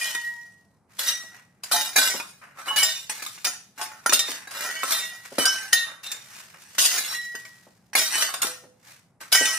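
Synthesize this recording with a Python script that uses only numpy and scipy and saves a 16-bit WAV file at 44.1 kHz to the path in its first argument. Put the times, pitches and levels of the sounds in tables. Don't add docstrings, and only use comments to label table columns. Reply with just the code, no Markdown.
import sys
import numpy as np
from scipy import signal
from scipy.fft import rfft, irfft, next_fast_len
from scipy.io import wavfile
from scipy.ndimage import uniform_filter1d

SR = 44100
rng = np.random.default_rng(int(sys.argv[2]) if len(sys.argv) > 2 else 0)


def gain_from_decibels(decibels):
    exponent = np.asarray(decibels, float) / 20
    return 10 ** exponent


def inscribe(sig):
    pcm = np.round(np.clip(np.atleast_2d(sig).T, -1, 1) * 32767)
    wavfile.write(sys.argv[1], SR, pcm.astype(np.int16))


N = 422461


def at_hz(points, hz):
    table_hz, value = np.transpose(points)
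    return np.interp(np.log(hz), np.log(table_hz), value)


def ring(clicks, hz, t60):
    r = gain_from_decibels(-60 / (t60 * SR))
    w = 2 * np.pi * hz / SR
    return signal.lfilter([0, np.sin(w)], [1, -2 * r * np.cos(w), r * r], clicks + 1e-18)


def band(x, low_hz, high_hz):
    return signal.sosfilt(signal.butter(2, [low_hz, high_hz], "band", fs=SR, output="sos"), x)


def sides(spread):
    angle = np.pi / 4 + spread * rng.standard_normal()
    return np.sqrt(2) * np.array([[np.cos(angle)], [np.sin(angle)]])


# (pitch_hz, level_db per Hz)
AIR_COLOUR = [(18, -71.5), (30, -28), (121, 1.5), (303, -11.5), (822, -13), (2350, -29), (3060, -45.5),
              (10200, -33), (16000, -62.5)]
AIR_DB, HUM_HZ, HUM_DB = -65.5, 192.3, -68


def air(apart):
    mid, left, right = rng.standard_normal((3, N))
    colour = gain_from_decibels(at_hz(AIR_COLOUR, np.maximum(np.fft.rfftfreq(N, 1 / SR), 1)))
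    noise = irfft(rfft(mid + apart * np.array([left, right])) * colour, N)
    hum = ring(rng.standard_normal(N), HUM_HZ, 0.047)
    return gain_from_decibels(AIR_DB) * noise / np.std(noise) + gain_from_decibels(HUM_DB) * hum / np.std(hum)


# (peak_s, swell_s, peak_db, settling_db_per_s, brightness_db)
STIRRINGS = [(0.002, 0.035, -35, 64.5, -1), (0.089, 0.3, -32, 205, -2.5), (0.899, 0.047, -58.5, 18, -17),
             (0.989, 0.012, -31.5, 81, -1), (1.086, 0.19, -31, 249.5, 1), (1.373, 0.2, -44, 275, -16),
             (1.633, 0.006, -42.5, 59, -6.5), (1.717, 0.01, -18.5, 112, -0.5),
             (1.96, 0.007, -13, 112.5, -1.5), (2.416, 0.0058, -37, 128, -23.5),
             (2.594, 0.064, -30.5, 402, -13.5), (2.68, 0.082, -23.5, 156, -12),
             (2.761, 0.0062, -19.5, 110, 1.5), (3.096, 0.0055, -33.5, 66.5, -6),
             (3.224, 0.0054, -44, 63, 2.5), (3.449, 0.01, -23, 238, -1.5), (3.777, 0.0035, -31, 79, -13),
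             (3.828, 0.084, -30, 247, -6.5), (4.057, 0.0055, -38.5, 19.5, -30),
             (4.138, 0.12, -30.5, 217, 15.5), (4.285, 0.1, -28.5, 117, -3.5),
             (4.51, 0.0049, -31.5, 35, -10), (4.637, 0.31, -26, 74.5, -8), (4.921, 0.27, -23, 99.5, -4),
             (5.253, 0.033, -38.5, 383, -11.5), (5.384, 0.0067, -21.5, 70, -5), (5.453, 0.53, -36, 119, -7),
             (5.726, 0.0059, -27, 110.5, -6), (5.866, .008, -31.5, 135.5, -23),
             (6.034, 0.014, -40.5, 55, -3.5), (6.121, 0.18, -39, 134.5, -14), (6.351, 0.21, -41, 72, -9),
             (6.539, 0.0071, -41.5, 253, -20), (6.609, 0.039, -49, 263.5, -4),
             (6.75, .012, -46.5, 37.5, -10), (6.783, 0.0044, -20.5, 70.5, 3.5),
             (6.979, 0.33, -27, 311, 0.5), (7.155, 0.86, -29.5, 500, -6.5),
             (7.353, 0.0058, -50.5, 42.5, -6.5), (7.956, 0.0047, -20.5, 87, 0),
             (8.147, 0.093, -21.5, 86, -4.5), (8.22, 0.22, -19.5, 295, -5),
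             (8.339, 0.0081, -21, 350, -12.5), (8.42, 0.007, -21.5, 190, -3.5),
             (8.895, 0.16, -44.5, 165, -8.5), (9.207, 0.0089, -40, 99, -12), (9.32, 0.0042, -22.5, 48.5, 1)]
SWELL_DB = 40
DRAG_DB, DRAG_SHARE = -38, .7


def stirring(t):
    s, swell_s, peak_db, settling, bright_db = np.transpose(STIRRINGS)[:, :, None]
    after = t - s
    slope = np.where(after < 0, SWELL_DB / swell_s, -settling)
    level_db = np.maximum(peak_db + slope * after, -200)
    power = gain_from_decibels(level_db) ** 2 * (after > -swell_s) + 1e-20
    mean_bright_db = (power * bright_db).sum(axis=0) / power.sum(axis=0)
    scraping = DRAG_SHARE / (1 + gain_from_decibels(peak_db - DRAG_DB) ** 2)
    return power, mean_bright_db, scraping


def scrape(gain_db, catch_db, apart):
    coarse = np.arange(0, N, 64)
    power, bright_db, scraping = stirring(coarse / SR)
    catching = catch_db * uniform_filter1d(rng.standard_normal(len(coarse)), size=4) * 2
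    level_db = 10 * np.log10((power * scraping).sum(axis=0)) + gain_db + catching
    mid, side = rng.standard_normal((2, N))
    hiss = mid + apart * side * [[1], [-1]]
    return [hiss * np.interp(np.arange(N), coarse, gain_from_decibels(level_db + shine_db))
            for shine_db in (0, bright_db)]


def contacts(per_s, uneven_db):
    at = np.flatnonzero(rng.random(N) < per_s / SR)
    power, bright_db, scraping = stirring(at / SR)
    size_db = uneven_db * np.minimum(rng.exponential(1, N), 4)[at]
    level_db = 10 * np.log10((power * (1 - scraping)).sum(axis=0)) + size_db
    return at, level_db, bright_db


# (pitch_hz, ring_s)
HEAP_RING = [(300, 0.087), (2000, 0.072), (14000, 0.097)]


def tube_group(count, scatter_db, crack_db, crack_s, apart):
    t = np.arange(int(.3 * SR), dtype=np.float32) / SR
    hz = rng.uniform(np.sqrt(250), np.sqrt(15800), count) ** 2
    t60 = at_hz(HEAP_RING, hz) * gain_from_decibels(rng.normal(0, 1.5, count))
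    even = np.sqrt(np.sqrt(hz) / t60)
    size = gain_from_decibels(rng.uniform(-scatter_db, scatter_db, count)) * even
    lag = apart * np.minimum(hz / 4000, 1) * rng.standard_normal(count)
    turn = np.float32(2 * np.pi * hz[:, None]) * t
    dying = np.exp(np.float32(-np.log(1000) / t60[:, None]) * t)
    sine = np.float32(size * np.cos(lag)) @ (np.sin(turn) * dying)
    cosine = np.float32(size * np.sin(lag)) @ (np.cos(turn) * dying)
    modes = np.array([sine + cosine, sine - cosine])
    crack = rng.standard_normal((2, len(t))) * np.exp(-t / crack_s)
    return modes / np.linalg.norm(modes) + gain_from_decibels(crack_db) * crack / np.linalg.norm(crack)


# (start_s, level_db, brightness_db)
HEAP_KNOCKS = [(0.149, -18.5, -1.5), (0.991, -14.5, -2), (1.087, -14.5, -2), (1.635, -23.5, -1),
               (1.714, -15.5, -3), (2.199, -9.5, -21), (2.676, -28, -6.5), (2.761, -18, -10),
               (2.83, -9, -0.5), (3.096, -14.5, -6.5), (3.222, -18, -8.5), (3.263, -25.5, 2.5),
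               (3.377, -27, -19), (3.445, -16, -2), (3.813, -12, -10), (4.061, -5.5, -7.5),
               (4.094, -5, -12), (4.123, -2.5, -14.5), (4.132, -23.5, 16.5), (4.192, -16, 3),
               (4.281, -19, -18), (4.473, -25, -10.5), (4.832, -9, -11), (4.92, -10, -1.5),
               (5.383, -4.5, -12.5), (5.454, -10, 1), (5.73, -11, 7.5), (6.116, -31.5, 12),
               (6.782, -11, -6), (7.351, -15.5, -15.5), (7.451, -28, -8), (7.932, -19, -10.5),
               (7.952, -5.5, -3), (8.339, -19.5, -0.5), (8.418, -15.5, 1), (9.211, -25, -10),
               (9.325, -6, 1), (9.35, -6.5, -3), (9.455, -16.5, 3)]
# (pitch_hz, level_db)
HEAP_COLOUR = [(120, -42.5), (200, -27.5), (1090, -10.5), (1880, -6), (3240, -5), (5800, -2.5),
               (15500, -10.5)]


def heap(count, knock_db, knock_s, rattle_db, split_hz):
    s, peak_db, bright_db = np.transpose(HEAP_KNOCKS)
    at, level_db, shine_db = contacts(per_s=2600, uneven_db=3.5)
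    size = next_fast_len(N + SR)
    hz = np.maximum(np.fft.rfftfreq(size, 1 / SR), 1)
    high = np.clip(np.log2(hz / split_hz), 0, 1)
    group = rng.integers(0, count, N // 2500 + 1)[at // 2500]
    touch, grit = rng.standard_normal((2, N))
    low, up = rfft(scrape(gain_db=13.5, catch_db=3.5, apart=.7), size)
    out = low * (1 - high) + up * high
    knock_gain = gain_from_decibels(peak_db + knock_db + np.array([0 * s, bright_db]))
    touch_gain = gain_from_decibels(level_db + rattle_db + np.array([0 * at, shine_db]))
    knock_dying = np.exp(-1 / (knock_s * SR))
    for k in range(count):
        force = np.zeros((2, N))
        mine = np.arange(len(s)) % count == k
        force[:, (s[mine] * SR).astype(int)] = knock_gain[:, mine]
        force = grit * signal.lfilter([1], [1, -knock_dying], force + 1e-18)
        force[:, at] += (group == k) * touch[at] * touch_gain
        low, up = rfft(force, size)
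        answer = tube_group(count=110, scatter_db=15.5, crack_db=-7, crack_s=0.0033, apart=1.0)
        out = out + (low * (1 - high) + up * high) * rfft(answer, size)
    return irfft(out * gain_from_decibels(at_hz(HEAP_COLOUR, hz)), size)[:, :N]


GARAGE_T60_S, GARAGE_DB, GARAGE_CUT_HZ = .4, -10.5, 10700


def garage(x):
    t = np.arange(int(GARAGE_T60_S * SR)) / SR
    tail = rng.standard_normal((2, len(t))) * gain_from_decibels(-60 * t / GARAGE_T60_S) * (t > .004)
    tail = band(tail, 85, GARAGE_CUT_HZ)
    tail /= np.sqrt(np.sum(tail ** 2, axis=1, keepdims=True))
    return gain_from_decibels(GARAGE_DB) * signal.fftconvolve(x.mean(axis=0, keepdims=True), tail, axes=1)[:, :N]


PIECE_MODES = {"a": [(703, -12, .8), (947, -6, .65), (1899, 0, .62), (2437, -3, .2), (3027, -4, .3),
               (3245, -4, .15)], "b": [(1922, 0, .55), (3745, 0, .3), (5851, 0, .22), (7928, -6, .25)],
               "g": [(1920, 0, .68), (3950, 0, .4), (5510, 0, .35), (7900, -3, .3)], "h": [(503, 0, .6),
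               (660, -8, .55)], "c": [(1525, 0, .32), (2938, 0, .36), (4951, 0, .26)], "d": [(1858, 0, .25),
               (2713, -3, .3), (3664, 0, .33), (4033, -2, .29), (4640, -8, .18)], "e": [(1557, 0, .4),
               (2248, -4, .22), (3000, 0, .3), (5130, 0, .16), (5591, -3, .22), (6169, -6, .3)],
               "f": [(708, 0, .17), (865, 0, .36), (1100, 0, .6), (1300, 0, .4)]}
# (start_s, piece, level_db, pitch the blow favours in octaves above 250 Hz)
PIECE_STRIKES = [(0.01, "a", -27, 3.25), (0.065, "a", -30, 3.7), (0.145, "a", -28, 2.9),
                 (0.147, "a", -43, 1.95), (0.998, "b", -38, 2.9), (1.063, "b", -27, 3.9),
                 (1.08, "b", -37, 2.9), (1.078, "b", -21, 4.5), (1.736, "f", -30, 1.5),
                 (1.745, "b", -23, 3.9), (1.98, "c", -24, 2.6), (2.02, "c", -28, 4.2),
                 (2.68, "c", -26, 3.55), (2.7, "f", -35, 2.15), (2.77, "c", -20, 3.55),
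                 (2.78, "e", -23, 3.15), (2.829, "d", -30, 2.8), (2.83, "d", -29, 3.8),
                 (3.79, "f", -41, 1.8), (4.135, "d", -27, 3.9), (4.19, "d", -34, 2.9),
                 (4.65, "b", -34, 2.9), (4.758, "e", -29, 3.15), (4.93, "d", -29, 3.75),
                 (4.95, "b", -36, 2.9), (5.393, "e", -24, 3.6), (5.448, "e", -25, 2.6),
                 (5.453, "e", -22, 4.4), (5.454, "e", -26, 3.6), (5.727, "d", -18, 2.95),
                 (5.728, "d", -26, 4.1), (6.035, "d", -38, 3.75), (6.78, "b", -23, 5.1),
                 (6.795, "b", -23, 4.3), (7.079, "g", -32, 4.2), (7.135, "g", -32, 2.9),
                 (7.955, "h", -49, .9), (7.99, "b", -28, 3.9), (8.137, "e", -27, 3.6),
                 (8.45, "h", -45, 1.05), (9.322, "e", -19, 3.45), (9.325, "e", -23, 4.5),
                 (9.339, "e", -24, 2.8), (9.369, "b", -26, 2.9), (9.4, "e", -25, 3.4),
                 (9.463, "e", -25, 4.7), (9.47, "f", -34, 2.5)]
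FAVOUR_DB = 50
SHAKE_DB, SHAKE_AFTER_S, SHAKE_LOSS_DB = -11, .04, 10


def free_pieces(rise_s, split, twin, rough_db, hastening):
    out = np.zeros((2, N))
    shakes = np.array([s for s, db, _ in HEAP_KNOCKS if db > SHAKE_DB] + [N / SR])
    for s, piece, blow_db, favoured in PIECE_STRIKES:
        start, place = int(s * SR), sides(0.051)
        shaken = shakes[shakes > s + SHAKE_AFTER_S][0] - s
        for hz, mode_db, t60 in PIECE_MODES[piece]:
            level_db = blow_db + mode_db - FAVOUR_DB * (np.log2(hz / 250) - favoured) ** 2
            if level_db <= -70:
                continue
            t = np.arange(min(int(t60 * SR), N - start)) / SR
            above, below = 2 * np.pi * hz * split * rng.uniform(.3, 1.5, 2)
            beating = 1 + twin * (np.exp(1j * above * t) + np.exp(-1j * below * t))
            tone = np.imag(beating * np.exp(2j * np.pi * (hz * t + rng.random())))
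            wobble = np.interp(t * 70, np.arange(200), rng.standard_normal(200))
            waver_db = rough_db * np.exp(-t / 0.2) * wobble
            shake_db = SHAKE_LOSS_DB * np.clip((t - shaken) / rise_s, 0, 1)
            dying_db = 60 * (t / t60) ** hastening + shake_db
            height = (1 - np.exp(-t / rise_s)) * gain_from_decibels(level_db + waver_db - dying_db)
            out[:, start:start + len(t)] += place * tone * height
    return out


# (start_s, level_db)
FLOOR_THUDS = [(1.237, -37), (1.73, -33), (2.142, -18.5), (4.059, -37), (4.129, -19), (4.285, -23.5),
               (4.837, -27), (5.318, -26), (5.382, -8.5), (5.738, -36), (7.344, -34), (7.667, -36.5),
               (8.445, -20.5), (8.638, -30.5), (9.214, -39), (9.409, -15.5)]


def thuds(gain_db, thud_s, low_hz, high_hz):
    s, peak_db = np.transpose(FLOOR_THUDS)
    dull = np.zeros(N)
    dull[(s * SR).astype(int)] = gain_from_decibels(peak_db + gain_db)
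    dying = signal.lfilter([1], [1, -np.exp(-1 / (thud_s * SR))], dull + 1e-18)
    return band(dying * rng.standard_normal(N), low_hz, high_hz)


def scene():
    tubes = heap(count=11, knock_db=10.5, knock_s=0.0042, rattle_db=19.0, split_hz=1610)
    tubes += thuds(gain_db=4.5, thud_s=0.013, low_hz=215, high_hz=763)
    tubes += free_pieces(rise_s=.005, split=.006, twin=.35, rough_db=3.5, hastening=1.7)
    return tubes + garage(tubes) + air(apart=0.46)


def roll_off(x):
    return signal.sosfilt(signal.butter(12, 16650, fs=SR, output="sos"), x)


def record(dry):
    mix = np.array([np.roll(dry[0], 1), dry[1]])
    mix = signal.sosfilt(signal.butter(3, 62, "high", fs=SR, output="sos"), mix)
    mix = .8 * np.tanh(mix / .8)
    mix = signal.sosfilt(signal.cheby2(10, 60, 16500, fs=SR, output="sos"), mix)
    return roll_off(mix)


dry = scene()
out = record(dry)
inscribe(out)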